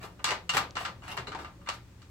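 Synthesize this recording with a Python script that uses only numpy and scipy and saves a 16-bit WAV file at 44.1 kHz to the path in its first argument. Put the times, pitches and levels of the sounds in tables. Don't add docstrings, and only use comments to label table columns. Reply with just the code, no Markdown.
import sys
import numpy as np
from scipy import signal
from scipy.fft import rfft, irfft
from scipy.io import wavfile
from scipy.ndimage import uniform_filter1d

SR = 44100
rng = np.random.default_rng(int(sys.argv[2]) if len(sys.argv) > 2 else 0)


def dump_mix(stems):
    frames = np.atleast_2d(stems).T
    limited = np.clip(frames, -1, 1)
    pcm = np.round(limited * 32767).astype(np.int16)
    wavfile.write(sys.argv[1], SR, pcm)


N = 92610

# t/s, rise/s, level/dB, bass/dB, treble/dB, base ring/dB, spring ring/dB
COIL_CLACKS = [(0.036, 0.0045, -37, 11.5, -31, 10, -13), (0.191, 0.0047, -39.5, 5.5, -15, 2, -15),
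               (0.242, 0.0018, -25.5, -3.5, 17.5, 6, -6), (0.249, 0.0015, -40, -33, 13, -9, -1),
               (0.27, 0.0046, -32, -34, -4, -22, -3), (0.3055, 0.002, -24.5, -10, 8, -10, -8),
               (0.4925, 0.0019, -29, -5, 16.5, 8, 8), (0.5355, 0.0037, -31.5, 8.5, 13, 4, 1),
               (0.5684, 0.0012, -19, 1, 3.5, 5, -30), (0.7532, 0.0032, -38.5, 9, 12, 9, -2),
               (0.767, 0.002, -24.5, -4.5, -3.5, 3.5, -12.5), (0.8485, 0.0047, -27, -9, 4, 7, -10.5),
               (0.882, 0.0017, -34, 1, -19, -5.5, -12), (1.020, 0.0023, -49, 13, -12, 11, -3.5),
               (1.080, 0.00069, -37.5, 3, -8, -19, -12), (1.168, 0.0028, -30, -16, -7, -5, -12),
               (1.174, 0.0017, -27, 1, -2, -5, -13), (1.27, 0.0016, -35, -3, -2.5, 7, -7),
               (1.3183, 0.002, -31.5, -19, -6.5, 8.5, -30), (1.3475, 0.0016, -34, 8.5, -1.5, 0, -26),
               (1.387, 0.0037, -39.5, 10, -2.5, 12.5, -23), (1.446, 0.0017, -36, -3.5, -7, 8, -13),
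               (1.611, 0.0058, -49.5, -14, -19, 10.5, -15), (1.671, 0.0041, -41.5, -9, -1, 19.5, -8),
               (1.688, 0.00023, -30.5, 1.5, 12, 5.5, -3), (2.017, 0.003, -53.5, -17, 13, 6.5, -9)]
def clack(rise_s, level_db, bass_db, treble_db, base_db, spring_db):
    hit = contact(bass_db, treble_db, hiss_db=-6.5, base_db=base_db, spring_db=spring_db)
    t = np.arange(hit.shape[1]) / SR
    return gain_of(level_db) * hit * np.minimum(t / rise_s, 1)


# t/s, length/s, level/dB, bass/dB, treble/dB, top hiss/dB
SPRING_SCRAPES = [(0.0, 0.044, -46.5, 7, -5, 15), (0.025, 0.038, -46, -1.5, 12, 8.5),
                  (0.065, 0.045, -57, 8, -35, 4), (0.193, 0.04, -68, 38, -19, 11),
                  (0.262, 0.04, -30.5, -0.5, 0.5, 0), (0.305, 0.029, -29, 3.5, -7.5, -4),
                  (0.531, 0.043, -28.5, 4, 1, 8.5), (0.566, 0.019, -28.5, 4.5, 14.5, 3.5),
                  (0.785, 0.061, -40, 6, 3, 11), (1.028, 0.07, -47.5, -2, -5, 10),
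                  (1.075, 0.057, -38.5, 2, -4.5, 12.5), (1.18, 0.0324, -45, 19.5, 7, 7),
                  (1.275, 0.021, -38.5, 19.5, 7, -3), (1.378, 0.061, -46.5, 13.5, 4.5, 7.5),
                  (1.455, 0.064, -59.5, 8, -9, -1), (1.658, 0.017, -40.5, -15, -12, 3),
                  (1.73, 0.021, -45, -17, 8, 9)]
def scrape(length, level_db, bass_db, treble_db, hiss_db):
    slips_per_s, spread_db, grip_s, release_s, swell_db = 1500, 6, 0.0051, 0.013, 2
    t = np.arange(0, length, 1 / SR)
    slips = rng.random(len(t)) < slips_per_s / SR
    strength = gain_of(spread_db * np.clip(rng.standard_normal(len(t)), -2, 2))
    direction = rng.choice([-1, 1], len(t))
    pressure = np.minimum(t / grip_s, 1) * np.minimum((length - t) / release_s, 1)
    pressure *= gain_of(swell_db * (t / length - .5))
    kicks = evened(slips * strength * direction) * pressure
    one_slip = contact(bass_db, treble_db, hiss_db, base_db=-9.5, spring_db=-12.5)
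    one_slip /= np.linalg.norm(one_slip[0])
    return gain_of(level_db) * signal.fftconvolve(kicks[None], one_slip, axes=1)


# f/Hz, level/dB
TOUCH_COLOUR = [(40, -20.5), (120, -7), (180, -6), (235, -13), (350, -9), (520, -7), (850, 0), (1300, 0),
                (2000, -2), (2900, -7), (3250, -9), (4200, -9), (6600, -17), (7800, -15), (8900, -27),
                (11000, -28.5), (13000, -35), (16000, -38)]
# f/Hz, level/dB, fade/s (a fade is the time to drop 60 dB)
BASE_TONES = [(785, -25, .25), (936, -22, .25), (1030, -24, .23), (1120, -24, .23), (1203, -14.5, .24),
              (1348, -19, .22), (1514, -22, .22), (1644, -24, .22), (2352, -25, .2), (3405, -30, .2),
              (3690, -29, .19), (4388, -28, .18)]
# f/Hz, level/dB, fade/s
SPRING_TONES = [(2083, -12, .06), (2710, -12, .09), (2790, -2, .125), (2897, -3, .12), (3008, -7, .09),
                (4250, -11, .05), (5890, -16, .08), (7660, -10, .05)]
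def contact(bass_db, treble_db, hiss_db, base_db, spring_db, size=16384):
    fade_s, echo_s, echo_db, room_db = 0.035, 0.0105, -7, -7
    bass_hz, treble_hz, hiss_hz = 690, 3300, 9500
    t, hz = np.arange(size) / SR, np.fft.rfftfreq(size // 8, 1 / SR)
    tail = gain_of(room_db) * room_tail(t)
    burst = noise_pair(size) * gain_of(-60 * t / fade_s)
    echo = noise_pair(size) * gain_of(echo_db - 60 * abs(t - echo_s) / fade_s) * (t > echo_s)
    hit = colour(burst + echo + tail, evened(gain_of(read(TOUCH_COLOUR, hz))))
    hit += gain_of(base_db) * ring(BASE_TONES, t, scatter=0.95)
    tone_db = bass_db * (1 - shelf(hz / bass_hz, order=4))
    tone_db += treble_db * shelf(hz / treble_hz, order=2)
    tone_db += hiss_db * shelf(hz / hiss_hz, order=8)
    return colour(hit, gain_of(tone_db)) + gain_of(spring_db) * ring(SPRING_TONES, t, scatter=0.9)


def ring(tones, t, scatter):
    hz, db, fade_s = np.transpose(tones)[:, :, None]
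    db = db + rng.uniform(-.5, .5, hz.shape)
    fading = gain_of(db - 60 * t / fade_s)
    apart = np.arccos(read(STEREO_LIKENESS, hz)) * rng.choice([-.5, .5], hz.shape)
    phase = 2 * np.pi * (hz * t + scatter * rng.random(hz.shape))
    return np.array([(fading * np.sin(phase + side * apart)).sum(0) for side in (-1, 1)])


# t/s, f/Hz, width/Hz, level/dB, fade/s
RINGS_AND_CRACKS = [(0.242, 11000, 5000, -40, 0.043), (0.569, 1270, 564, -25, 0.11),
                    (0.569, 11400, 5000, -37.5, 0.08), (0.575, 2660, 220, -41, 0.21),
                    (0.768, 1370, 410, -28.5, 0.034), (0.768, 2860, 300, -36, 0.15),
                    (0.812, 790, 262, -35, 0.044), (0.851, 1490, 250, -37.5, 0.11),
                    (1.168, 12000, 4000, -51, 0.054), (1.270, 4080, 450, -43, 0.16),
                    (1.348, 930, 262, -38.5, 0.2), (1.688, 1195, 140, -30.5, 0.14)]
def ring_or_crack(hz, width_hz, level_db, fade_s, rise_s=0.0012, size=12000):
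    t, f = np.arange(size) / SR, np.fft.rfftfreq(size, 1 / SR)
    band = np.exp(-2 * ((f - hz) / width_hz) ** 2)
    noise = evened(irfft(rfft(noise_pair(size)) * band, size))
    return noise * gain_of(level_db - 60 * t / fade_s) * np.minimum(t / rise_s, 1)


# t/s, f/Hz, level/dB
EDGE_TICKS = [(0.2418, 8000, -25), (0.5682, 8500, -20), (0.708, 4900, -31.5)]
def tick(hz, level_db, cycles=0.7, size=64):
    t = (np.arange(size) - size / 2) / SR
    blip = np.exp(-(t * hz / cycles) ** 2) * np.sin(2 * np.pi * hz * t)
    return gain_of(level_db) * np.array([blip, blip])


# f/Hz, fade/s
ROOM_FADES = [(150, 0.39), (500, 0.35), (1400, 0.24), (3700, 0.25), (8000, 0.17), (15000, 0.25)]
def room_tail(t, build_s=0.0084):
    hz, age, bands = signal.stft(noise_pair(len(t)), SR, nperseg=256)
    bands *= gain_of(-60 * age / read(ROOM_FADES, hz)[:, None])
    wash = signal.istft(bands, SR)[1][:, :len(t)]
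    return wash * (1 - np.exp(-t / build_s))


# t/s, level/dB
RUB_LEVELS = [(0, -60), (0.3, -59.5), (0.6, -54), (0.95, -54.5), (1.25, -65), (1.55, -59.5), (1.72, -55),
              (1.85, -66), (2.1, -68.5)]
# f/Hz, level/dB
RUB_COLOUR = [(30, -12), (100, -19), (185, 13), (240, -14.5), (290, -3.5), (370, -4), (450, -14.5),
              (560, 2), (900, -75), (4000, -65)]
def rubbing_hands():
    level_db = np.interp(np.arange(N) / SR, *np.transpose(RUB_LEVELS))
    return gain_of(level_db) * coloured_noise(RUB_COLOUR)


# f/Hz, level/dB
HUM_TONES = [(72.5, -64), (118.6, -59), (174, -74), (288, -70)]
def machine_hum(waver=0.34):
    t = np.arange(N) / SR
    hum = np.zeros(N)
    for hz, db in HUM_TONES:
        wobble = 1 + waver * (drift() + 1j * drift())
        tone = np.exp(2j * np.pi * (hz * t + rng.random()))
        hum += gain_of(db) * np.sqrt(2) * (wobble * tone).real
    return hum


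# f/Hz, level/dB
RUMBLE_COLOUR = [(20, -25), (40, -3.5), (52, -5), (72, 0), (95, -0.5), (125, -8), (160, -21), (240, -14),
                 (350, -15), (550, -28), (1000, -25), (2000, -28.5), (4000, -33.5), (8000, -36.5),
                 (10000, -44.5), (16000, -44)]
def room_rumble(level_db=-53.5):
    return gain_of(level_db) * coloured_noise(RUMBLE_COLOUR)


# f/Hz, likeness (0 unrelated, 1 the same)
STEREO_LIKENESS = [(60, 0.98), (290, 0.88), (640, 0.69), (1400, 0.3), (3100, 0.01), (15000, 0.03)]
def noise_pair(size):
    left, other = np.exp(2j * np.pi * rng.random((2, size // 2 + 1)))
    same = read(STEREO_LIKENESS, np.fft.rfftfreq(size, 1 / SR))
    right = same * left + np.sqrt(1 - same ** 2) * other
    return evened(irfft(np.array([left, right]), size))


def coloured_noise(points):
    gain = gain_of(read(points, np.fft.rfftfreq(N, 1 / SR)))
    return evened(irfft(rfft(noise_pair(N)) * gain, N))


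def colour(x, gain):
    log_gain = np.log(np.maximum(np.r_[gain, gain[-2:0:-1]], 1e-5))
    taps = np.fft.ifft(np.exp(np.conj(signal.hilbert(log_gain)))).real
    return signal.fftconvolve(x, taps[None, :len(gain)], axes=1)[:, :x.shape[1]]


def drift(size=3000):
    return evened(uniform_filter1d(uniform_filter1d(rng.standard_normal(N), size), size))


def shelf(ratio, order):
    return ratio ** order / (1 + ratio ** order)


def read(points, hz):
    f, value = np.transpose(points)
    return np.interp(np.log(hz + 1), np.log(f + 1), value)


def gain_of(db):
    return 10 ** (np.asarray(db) / 20)


def evened(x):
    return x / np.sqrt(np.mean(x ** 2) + 1e-20)


def scene():
    mix = rubbing_hands() + machine_hum() + room_rumble()
    for table, source in ((COIL_CLACKS, clack), (SPRING_SCRAPES, scrape),
                          (RINGS_AND_CRACKS, ring_or_crack), (EDGE_TICKS, tick)):
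        for start_s, *row in table:
            sound = source(*row)
            slot = mix[:, round(start_s * SR):][:, :sound.shape[1]]
            slot += sound[:, :slot.shape[1]]
    return mix


# f/Hz, level/dB
LEFT_LEAN = [(100, 1), (380, -0.5), (700, 4.5), (1300, 1.5), (2400, 0.9), (4400, 3.5), (8000, -0.5),
             (15000, 4.5)]
def record(dry, top_hz=16000):
    lean_db = read(LEFT_LEAN, np.fft.rfftfreq(N, 1 / SR)) * np.array([[.5], [-.5]])
    heard = irfft(rfft(dry) * gain_of(lean_db), N)
    treble_cut = signal.firwin(401, top_hz, window=("kaiser", 9), fs=SR)
    return signal.oaconvolve(heard, treble_cut[None], "same")


dry = scene()
out = record(dry)
dump_mix(out)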